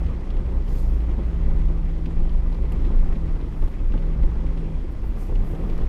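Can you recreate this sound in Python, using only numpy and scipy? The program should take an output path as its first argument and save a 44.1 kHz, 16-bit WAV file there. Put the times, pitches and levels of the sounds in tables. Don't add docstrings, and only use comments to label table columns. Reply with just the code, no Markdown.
import sys
import numpy as np
from scipy import signal
from scipy.io import wavfile
from scipy.ndimage import uniform_filter1d

SR = 44100
rng = np.random.default_rng(int(sys.argv[2]) if len(sys.argv) > 2 else 0)


def unload_audio(sound):
    columns = np.transpose(np.atleast_2d(sound))
    steps = np.round(np.clip(columns, -1, 1) * 32767)
    wavfile.write(sys.argv[1], SR, steps.astype(np.int16))


N = 259308

# time of fullest contact in seconds, level in dB before the
# common lift, rise in seconds, fall in seconds, lower frequency limit in Hz.
TWIG_CONTACTS = [(0.695, -71, 0.03, 0.06, 3500), (0.79, -62.5, 0.063, 0.076, 3000),
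                 (0.94, -73.5, .06, 0.11, 4500), (2.725, -69, .02, 0.022, 8000),
                 (3.08, -76, .05, .05, 2500), (3.66, -70.5, 0.13, 0.08, 8000),
                 (4.92, -72, .02, 0.022, 9000), (5.05, -69, 0.027, .06, 10000),
                 (5.215, -61.5, 0.036, 0.069, 6300), (5.5, -68, 0.095, 0.13, 8000),
                 (5.73, -75, 0.13, 0.19, 6000)]
TWIG_LIFT_DB = 6.5

# time in seconds, chatter level in dB, chatter centre in Hz, snap level in dB before the common
TICKS = [(.0645, -53, 2300, -82), (.304, -52, 3000, -62), (.3675, -54.5, 2400, -74),
         (.680, -56, 3000, -68), (1.004, -53.5, 1800, -76), (1.361, -57.5, 2500, -76),
         (1.6835, -57, 2500, -76), (2.058, -48.5, 2600, -56), (2.2937, -56.5, 3200, -68),
         (2.526, -58, 4000, -57), (2.546, -60, 4000, -56), (2.7217, -52, 2600, -44),
         (2.850, -53, 2400, -68), (2.866, -57, 3200, -65), (3.125, -50.5, 1900, -78),
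         (3.1562, -52.5, 2300, -72), (3.412, -61, 3500, -63), (3.6215, -51.5, 2100, -72),
         (3.680, -60, 3000, -57), (3.7912, -57, 2400, -80), (3.921, -52.5, 2400, -82),
         (3.9375, -46, 1300, -80), (3.978, -53.5, 2700, -72), (4.2315, -50, 2000, -79),
         (4.4667, -53.5, 2300, -76), (4.5745, -54.5, 3000, -59), (5.3535, -51, 2800, -62),
         (5.6983, -54, 2800, -76), (5.7785, -57, 3200, -51.5)]
FAINT_TICK_DB, FAINT_SNAP_DB = -68, -76
SNAP_TRIM_DB = -0.5
TRIM_OCTAVES, TRIM_T60_S, TRIM_SWELL_S = 0.52, 0.043, 0.000395
SNAP_T60_S = 0.016

# start in seconds, peak of the body's ring in dB, its pitch in Hz, its nominal
# decay time in seconds (shortened by RING_SHARE), panel clatter in dB, brightness limit of the contact in Hz.
RUT_KNOCKS = [(.478, -26, 118, 0.2, -51, 400), (1.178, -26.5, 234.6, 0.13, -47, 400),
              (1.187, -25, 225, .1, -37, 1800), (1.201, -28.5, 317, .06, -45, 600),
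              (1.472, -29, 254, 0.12, -43.5, 500), (2.069, -20, 250, 0.052, -42, 800),
              (2.086, -30, 360, 0.049, -48, 600), (2.366, -25, 80, 0.11, -49, 400),
              (2.640, -31, 418, 0.084, -43, 700), (2.736, -28, 215, 0.16, -50, 400),
              (2.760, -21.5, 72, .14, -48, 400), (2.866, -24.5, 232, 0.093, -45, 400),
              (2.902, -24, 215, 0.091, -37.5, 1800), (3.155, -25.5, 211, 0.18, -50, 500),
              (3.466, -31.5, 339, 0.14, -49, 500), (3.624, -31, 564, 0.026, -36.5, 2500),
              (3.657, -35, 527, 0.035, -44, 1500), (3.765, -21, 89, .14, -53, 400),
              (3.939, -21, 312, 0.072, -40, 2200), (3.941, -31.5, 880, 0.074, -51, 2200),
              (3.950, -21.5, 230, 0.11, -46, 900), (3.956, -25.5, 378, 0.08, -49, 600),
              (3.985, -26.5, 208, 0.079, -48, 500), (4.160, -24.5, 207.5, 0.1, -46, 400),
              (4.235, -24.5, 219, 0.058, -36, 1500), (4.438, -28.5, 264, 0.045, -38.5, 800),
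              (4.628, -28.5, 398, 0.1, -43, 500), (4.842, -30.5, 352, 0.12, -47, 600),
              (5.290, -35, 344, 0.036, -38, 1800), (5.322, -17.5, 269, 0.027, -39.5, 500),
              (5.405, -28.5, 127, 0.17, -58, 400), (5.526, -20.5, 121.5, 0.14, -55, 500),
              (5.640, -23, 210.3, 0.26, -43, 400), (5.671, -27, 330, .05, -41, 500),
              (5.693, -30, 504, 0.074, -41, 1600), (5.802, -22.5, 122.5, 0.18, -39, 700)]
RING_SHARE = 0.21
# multiple of the knock's pitch, relative level in dB.
BODY_MODES = [(.58, -5.5), (1, 3), (1.36, -11.5), (1.85, -14.5)]
# frequency in Hz, relative level in dB,
# decay time to -60 dB in seconds at unit damping.
PANEL_MODES = [(122.8, 1.5, 0.25), (203.2, 0.5, 0.87), (230.4, -4.5, 0.34), (264, -4, 0.28),
               (315.5, -2.5, 0.12), (347.9, -2.5, 0.28), (410.3, -3.5, 0.28), (502, -8, 0.11),
               (553, -5, 0.13), (646, -19.5, 0.017), (774, -12, 0.09), (891, -12.5, 0.15),
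               (1056, -13, 0.097)]

# time in seconds, rustle level in dB.
CRUST_RUSTLE = [(0, -55), (0.24, -58), (0.5, -58), (0.8, -58), (1.5, -56.5), (1.92, -58.5), (2.4, -58.0),
                (2.56, -58.5), (2.8, -56), (3.16, -56.5), (3.45, -58.5), (3.85, -58.5), (4.25, -57),
                (4.55, -57.0), (4.8, -59.5), (5.15, -58.5), (5.52, -56.5), (5.88, -54.5)]
# time in seconds, level in dB.
SNOW_PACKING = [(0, -28), (.12, -28.5), (.22, -39), (.38, -31.5), (.52, -28), (.62, -33.5), (.92, -31),
                (1.15, -33.5), (1.32, -29), (1.65, -28.5), (1.95, -33), (2.12, -32), (2.4, -31),
                (2.55, -31.5), (2.75, -28), (2.88, -30), (3.02, -31), (3.3, -31), (3.48, -33.5),
                (3.62, -30.5), (3.85, -35.5), (3.97, -28), (4.12, -31.5), (4.27, -28.5), (4.55, -37.5),
                (4.82, -30), (4.95, -35.5), (5.06, -29.5), (5.2, -37), (5.35, -30.5), (5.55, -30),
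                (5.88, -33)]
# time in seconds, panel shake relative to the direct crunch in dB.
TRACK_BUMPINESS = [(0, -6.5), (.5, 2), (1.0, -0.5), (1.3, -1.5), (1.8, 0), (2.1, -3), (2.5, -3), (2.9, 1.5),
                   (3.3, -6), (3.8, -3), (4.2, 1), (4.7, 0), (5.1, -10), (5.4, 1.5), (5.85, -3.5)]
# frequency in Hz, relative power density in dB per Hz.
RUMBLE_SPECTRUM = [(30, -17), (42, -3), (60, -0.5), (76, 1.5), (95, -13.5), (125, -4.5), (160, -23),
                   (230, -24.5), (400, -40.5)]
CRUNCH_SPECTRUM = [(165, 2.5), (215, -3.5), (260, -1), (340, -4.5), (430, -5.5), (540, -12), (690, -13.5),
                   (850, -16.5), (1100, -17), (1500, -26.5), (2500, -31)]
RUSTLE_SPECTRUM = [(900, -1.5), (1500, -3), (2000, 0.5), (2600, -4.5), (3300, -5), (4200, -16), (5400, -18),
                   (6500, -20), (9000, -25), (13000, -38)]
HISS_SPECTRUM = [(3500, 5.5), (5500, -3), (7000, -3), (9000, -6.5), (11500, -8), (15000, -18)]
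TWIG_SPECTRUM = [(2500, -2), (4700, 5.5), (7000, -1), (10000, -3), (13000, -2.5), (15000, 0)]
CRUNCH_DB, CRUNCH_FOLLOWS = -41, 0.76
RUMBLE_SWING_DB, CRUNCH_SWING_DB, RUSTLE_SWING_DB = 0.8, 0.5, 0.5
DEEP_EDGE_HZ, UPPER_FOLLOWS = 107, 0.47

# frequency in Hz, width of one resonance in Hz, relative level in dB.
SPRINGS = [(21.18, 3.24, -5.5), (30.44, 3.75, 0)]
# time in seconds, shudder level in dB, half length in seconds.
LURCHES = [(0.36, -17.5, 0.044), (0.555, -23.5, 0.026), (0.716, -21, 0.055), (.87, -21.5, 0.063),
           (1.116, -23.5, 0.037), (1.43, -16.5, 0.057), (1.528, -15, 0.042), (1.658, -18, 0.051),
           (1.773, -22, 0.077), (1.956, -24.5, 0.085), (2.17, -16.5, 0.034), (2.254, -19, 0.058),
           (2.346, -16.5, 0.034), (2.486, -20.5, 0.045), (2.605, -19, 0.025), (2.82, -17, 0.081),
           (2.963, -12.5, 0.032), (3.072, -16, 0.061), (3.235, -23.5, 0.053), (3.34, -23, 0.044),
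           (3.628, -15, 0.028), (3.885, -16.5, 0.079), (4.046, -16.5, 0.047), (4.234, -14.5, 0.019),
           (4.409, -22, 0.064), (5.04, -21.5, 0.018), (5.367, -15.5, 0.044), (5.737, -17.5, 0.093)]
SWAY_DB, SWAY_FLUTTER_DB, SWAY_FLUTTER_HZ = -26, 2.5, 15
SWING_LIMIT = 0.68

# time in seconds, firings per second.
FIRING_RATE = [(0.0, 56.7), (0.42, 58.8), (0.84, 55.9), (1.17, 56.5), (1.54, 53.5), (2.0, 52.9),
               (2.36, 55.2), (2.62, 54.4), (2.94, 55.9), (3.3, 52.7), (3.72, 49.8), (4.06, 53.0),
               (4.36, 54.7), (4.62, 53.6), (5.04, 48.2), (5.2, 48.0), (5.6, 54.4), (5.88, 56.5)]
WAVER, WAVER_HZ = 0.003, 7
# time in seconds, level in dB.
EXHAUST_BOOM = [(0.0, -21), (0.25, -34.5), (0.55, -25), (0.7, -32.5), (0.92, -21), (1.2, -23.5),
                (1.36, -26.5), (1.55, -25.5), (1.75, -29), (2.35, -25.5), (2.75, -28), (3.15, -27),
                (3.35, -33.5), (4.08, -34), (4.22, -22.5), (4.48, -26.5), (4.72, -36.5), (4.96, -34),
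                (5.05, -22.5), (5.16, -34), (5.58, -38), (5.88, -23.5)]
# time in seconds, drive in dB.
DRONE_DRIVE = [(0, 3), (.3, -0.5), (.5, -2.5), (.8, -2.5), (1.1, -4.5), (1.22, 1.5), (1.6, -2.5), (2.0, -2),
               (2.15, -1.5), (2.35, -4.5), (2.68, -3), (2.85, -2.5), (3.0, -4.5), (3.15, -2), (3.35, -2),
               (3.5, -1.5), (3.72, 2.5), (3.85, -7.5), (4.1, 1), (4.3, -6), (4.62, 1), (4.85, -4.5),
               (5.35, -7), (5.55, -2.5), (5.88, -3)]
CAB_HZ, CAB_WIDTH_HZ, DRONE_DB = 160.97, 16.5, -33.2
# multiple of the firing rate, mean level in dB.
OVERTONES = [(2, -47.5), (4, -53), (5, -54), (6, -55), (7, -57.5)]
# frequency in Hz, width of one resonance in Hz,
# level in dB.
WHIRR = [(206.7, 53, -51), (1991, 48, -70.5), (3360, 510, -77.5), (4750, 640, -77), (5500, 520, -79.5)]

CUTOFF_HZ = 15200


def from_db(db):
    return 10 ** (np.asarray(db) / 20)


def rms_one(x):
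    return x / np.sqrt(np.mean(x ** 2) + 1e-20)


def in_time(rows):
    seconds, *columns = np.transpose(rows)
    return [np.interp(np.arange(N) / SR, seconds, column) for column in columns]


def filtered(x, hz, kind, order=2):
    sections = signal.butter(order, np.clip(hz, 8, 0.48 * SR), kind, fs=SR, output="sos")
    return signal.sosfilt(sections, x + 1e-18)


def drift(rate_hz):
    step = 40
    pole = np.exp(-2 * np.pi * rate_hz * step / SR)
    white = rng.standard_normal(N // step + 2002)
    slow = signal.lfilter([1], [1, -2 * pole, pole * pole], white)[2000:]
    return np.interp(np.arange(N) / step, np.arange(len(slow)), rms_one(slow))


def ring(force, hz, t60):
    radius = np.exp(-np.log(1000) / (t60 * SR))
    angle = 2 * np.pi * hz / SR
    return signal.lfilter([0, np.sin(angle)], [1, -2 * radius * np.cos(angle), radius ** 2], force + 1e-18)


def resonant_noise(hz, width_hz):
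    t60 = np.log(1000) / (np.pi * width_hz)
    once = ring(rng.standard_normal(N + SR), hz, t60)
    return rms_one(ring(once, hz, t60)[SR:])


def grains(per_s, spread_db):
    sizes = from_db(spread_db * np.minimum(rng.exponential(1, N), 4))
    signs = rng.choice([-1, 1], N)
    return rms_one(sizes * signs * (rng.random(N) < per_s / SR))


def coloured(spectrum, patchy_db, grain=0, per_s=500):
    hz, level_db = np.transpose(spectrum)
    edges = np.geomspace(hz[0], hz[-1], round(3 * np.log2(hz[-1] / hz[0])) + 1)
    sources = [rng.standard_normal(N) + grain * grains(per_s, spread_db=2.5) for _ in range(2)]
    out, together = 0, drift(38)
    for k, band in enumerate(zip(edges, edges[1:])):
        band_db = np.interp(np.mean(np.log(band)), np.log(hz), level_db)
        flicker_db = patchy_db * (0.74 * together + drift(11.2))
        out = out + from_db(band_db + flicker_db) * filtered(sources[k % 2], band, "band")
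    return rms_one(out)


def burst(s, t60, swell_s):
    out = np.zeros(N)
    first, last = max(int((s - 3 * swell_s) * SR), 0), min(int((s + t60) * SR) + 2, N)
    at = np.arange(first, last)
    age = at / SR - s
    envelope = np.exp(np.minimum(age / swell_s, -np.log(1000) * age / t60))
    noise = rng.standard_normal(len(at)) * envelope
    out[at] = noise / np.linalg.norm(noise)
    return out


def panels(force, damping=1):
    out = 0
    for k, (hz, db, t60) in enumerate(PANEL_MODES):
        out = out + (-1) ** k * from_db(db) * rms_one(ring(force, hz, t60 / damping))
    return out


def twigs():
    friction, out = coloured(TWIG_SPECTRUM, patchy_db=1.3, grain=0.67, per_s=630), 0
    for s, db, rise_s, fall_s, low_hz in TWIG_CONTACTS:
        age = np.arange(N) / SR - s
        contact = np.exp(-np.abs(age / np.where(age < 0, rise_s, fall_s)) ** 1.35)
        out = out + from_db(db + TWIG_LIFT_DB) * contact * filtered(friction, low_hz, "high")
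    return out


def ticks():
    out = np.zeros(N)
    chance = rng.uniform([0, 1800], [N / SR - 0.05, 3300], size=(24, 2))
    faint = [(s, FAINT_TICK_DB, hz, FAINT_SNAP_DB) for s, hz in chance]
    for s, db, hz, snap_db in list(TICKS) + faint:
        touch = burst(s, t60=TRIM_T60_S, swell_s=TRIM_SWELL_S)
        band = hz * 2 ** (TRIM_OCTAVES * np.array([-0.5, 0.5]))
        chatter = filtered(filtered(touch, band, "band", order=1), 5200, "low", order=3)
        loudest = np.sqrt(uniform_filter1d(chatter ** 2, size=SR // 100).max())
        snap = filtered(burst(s, t60=SNAP_T60_S, swell_s=TRIM_SWELL_S), [6500, 15000], "band")
        out += from_db(db) * chatter / loudest
        out += from_db(snap_db + SNAP_TRIM_DB) * snap / np.abs(snap).max()
    return out


def thumps():
    out = np.zeros(N)
    push = signal.unit_impulse(SR // 2)
    chatter_decay = np.exp(-np.arange(len(push)) / (0.0059 * SR))
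    for s, db, hz, t60, clatter_db, bright_hz in RUT_KNOCKS:
        body = 0
        for multiple, mode_db in BODY_MODES:
            once = ring(push, multiple * hz, t60 * RING_SHARE)
            body = body + from_db(mode_db) * rms_one(ring(once, multiple * hz, t60 * RING_SHARE))
        chatter = rms_one(rng.standard_normal(len(push)) * chatter_decay) / np.sqrt(len(push))
        clatter = filtered(panels(push + 0.5 * chatter, damping=1.47), bright_hz, "low", order=1)
        clatter = filtered(clatter, 250, "high", order=1)
        loudest = np.sqrt(uniform_filter1d(clatter ** 2, size=SR // 50, mode="constant").max())
        knock = from_db(db) * body / np.abs(body).max() + from_db(clatter_db) * clatter / loudest
        start = int(s * SR)
        out[start:start + len(knock)] += knock[:N - start]
    return out


def rumble(level_db):
    swing_db = level_db - level_db.mean() + RUMBLE_SWING_DB * drift(12.0)
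    noise = coloured(RUMBLE_SPECTRUM, patchy_db=-0.37)
    deep = filtered(noise, DEEP_EDGE_HZ, "low", order=3)
    upper = filtered(noise, DEEP_EDGE_HZ, "high", order=3)
    return from_db(level_db.mean()) * (from_db(swing_db) * deep + from_db(UPPER_FOLLOWS * swing_db) * upper)


def snow(rumble_db, rustle_db, shake_db):
    crunch_db = CRUNCH_DB + CRUNCH_FOLLOWS * (rustle_db - rustle_db.mean())
    lumps = drift(15.0)
    direct = coloured(CRUNCH_SPECTRUM, patchy_db=1.38, grain=0.88, per_s=200)
    panel_ring = filtered(panels(grains(per_s=450, spread_db=3.0)), 570, "low", order=1)
    shaken = from_db(shake_db) * rms_one(panel_ring)
    crunch = from_db(crunch_db + CRUNCH_SWING_DB * lumps) * (direct + shaken)
    crust = coloured(RUSTLE_SPECTRUM, patchy_db=1.46, grain=0.71, per_s=320)
    rustle = from_db(rustle_db + RUSTLE_SWING_DB * lumps) * crust
    hiss = from_db(-70.0) * coloured(HISS_SPECTRUM, patchy_db=-1.0)
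    return rumble(rumble_db) + crunch + rustle + hiss


def rocking_db():
    t = np.arange(N) / SR
    power = from_db(SWAY_DB) ** 2
    for s, db, half_s in LURCHES:
        power = power + (from_db(db) * np.exp(-((t - s) / half_s) ** 2 / 2)) ** 2
    return 10 * np.log10(power) + SWAY_FLUTTER_DB * drift(SWAY_FLUTTER_HZ)


def shudder(level_db):
    sway = sum(from_db(db) * resonant_noise(hz, width_hz) for hz, width_hz, db in SPRINGS)
    even = sway / (np.abs(signal.hilbert(sway)) + 0.3)
    swing = from_db(level_db) * rms_one(even)
    return filtered(SWING_LIMIT * np.tanh(swing / SWING_LIMIT), 42.5, "low", order=4)


def cab_drone_db(firing_hz):
    detuning = (3 * firing_hz - CAB_HZ) / (CAB_WIDTH_HZ / 2)
    drive_db, = in_time(DRONE_DRIVE)
    return DRONE_DB + drive_db - 20 * np.log10(1 + detuning ** 2)


def engine(firing_hz, boom_db, drone_db):
    turn = 2 * np.pi * np.cumsum(firing_hz) / SR
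    boom = from_db(boom_db + 0.65 * drift(6.1)) * np.sin(turn)
    third = np.sin(3 * turn + rng.uniform(0, 2 * np.pi))
    drone = from_db(drone_db + 0.5 * drift(8.5)) * third
    overtones = 0
    for multiple, db in OVERTONES:
        tone = np.sin(multiple * turn + rng.uniform(0, 2 * np.pi))
        overtones = overtones + from_db(db + 1.84 * drift(5.0)) * tone
    whirr = sum(from_db(db) * resonant_noise(hz, width_hz) for hz, width_hz, db in WHIRR)
    return np.sqrt(2) * (boom + drone + overtones) + whirr


def scene():
    surroundings = twigs() + ticks() + thumps()
    ground = snow(*in_time(SNOW_PACKING), *in_time(CRUST_RUSTLE), *in_time(TRACK_BUMPINESS))
    body = shudder(rocking_db())
    firing_hz, = in_time(FIRING_RATE)
    wavering_hz = firing_hz * (1 + WAVER * drift(WAVER_HZ))
    motor = engine(wavering_hz, *in_time(EXHAUST_BOOM), cab_drone_db(firing_hz))
    return (surroundings + ground + body + motor)[None]


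def record(dry):
    heard = filtered(dry, 11, "high")
    rounded = heard / (1 + (heard / 0.5) ** 8) ** (1 / 8)
    steep_cut = signal.ellip(10, 0.1, 80, CUTOFF_HZ, fs=SR, output="sos")
    return signal.sosfilt(steep_cut, rounded)


dry = scene()
out = record(dry)
unload_audio(out)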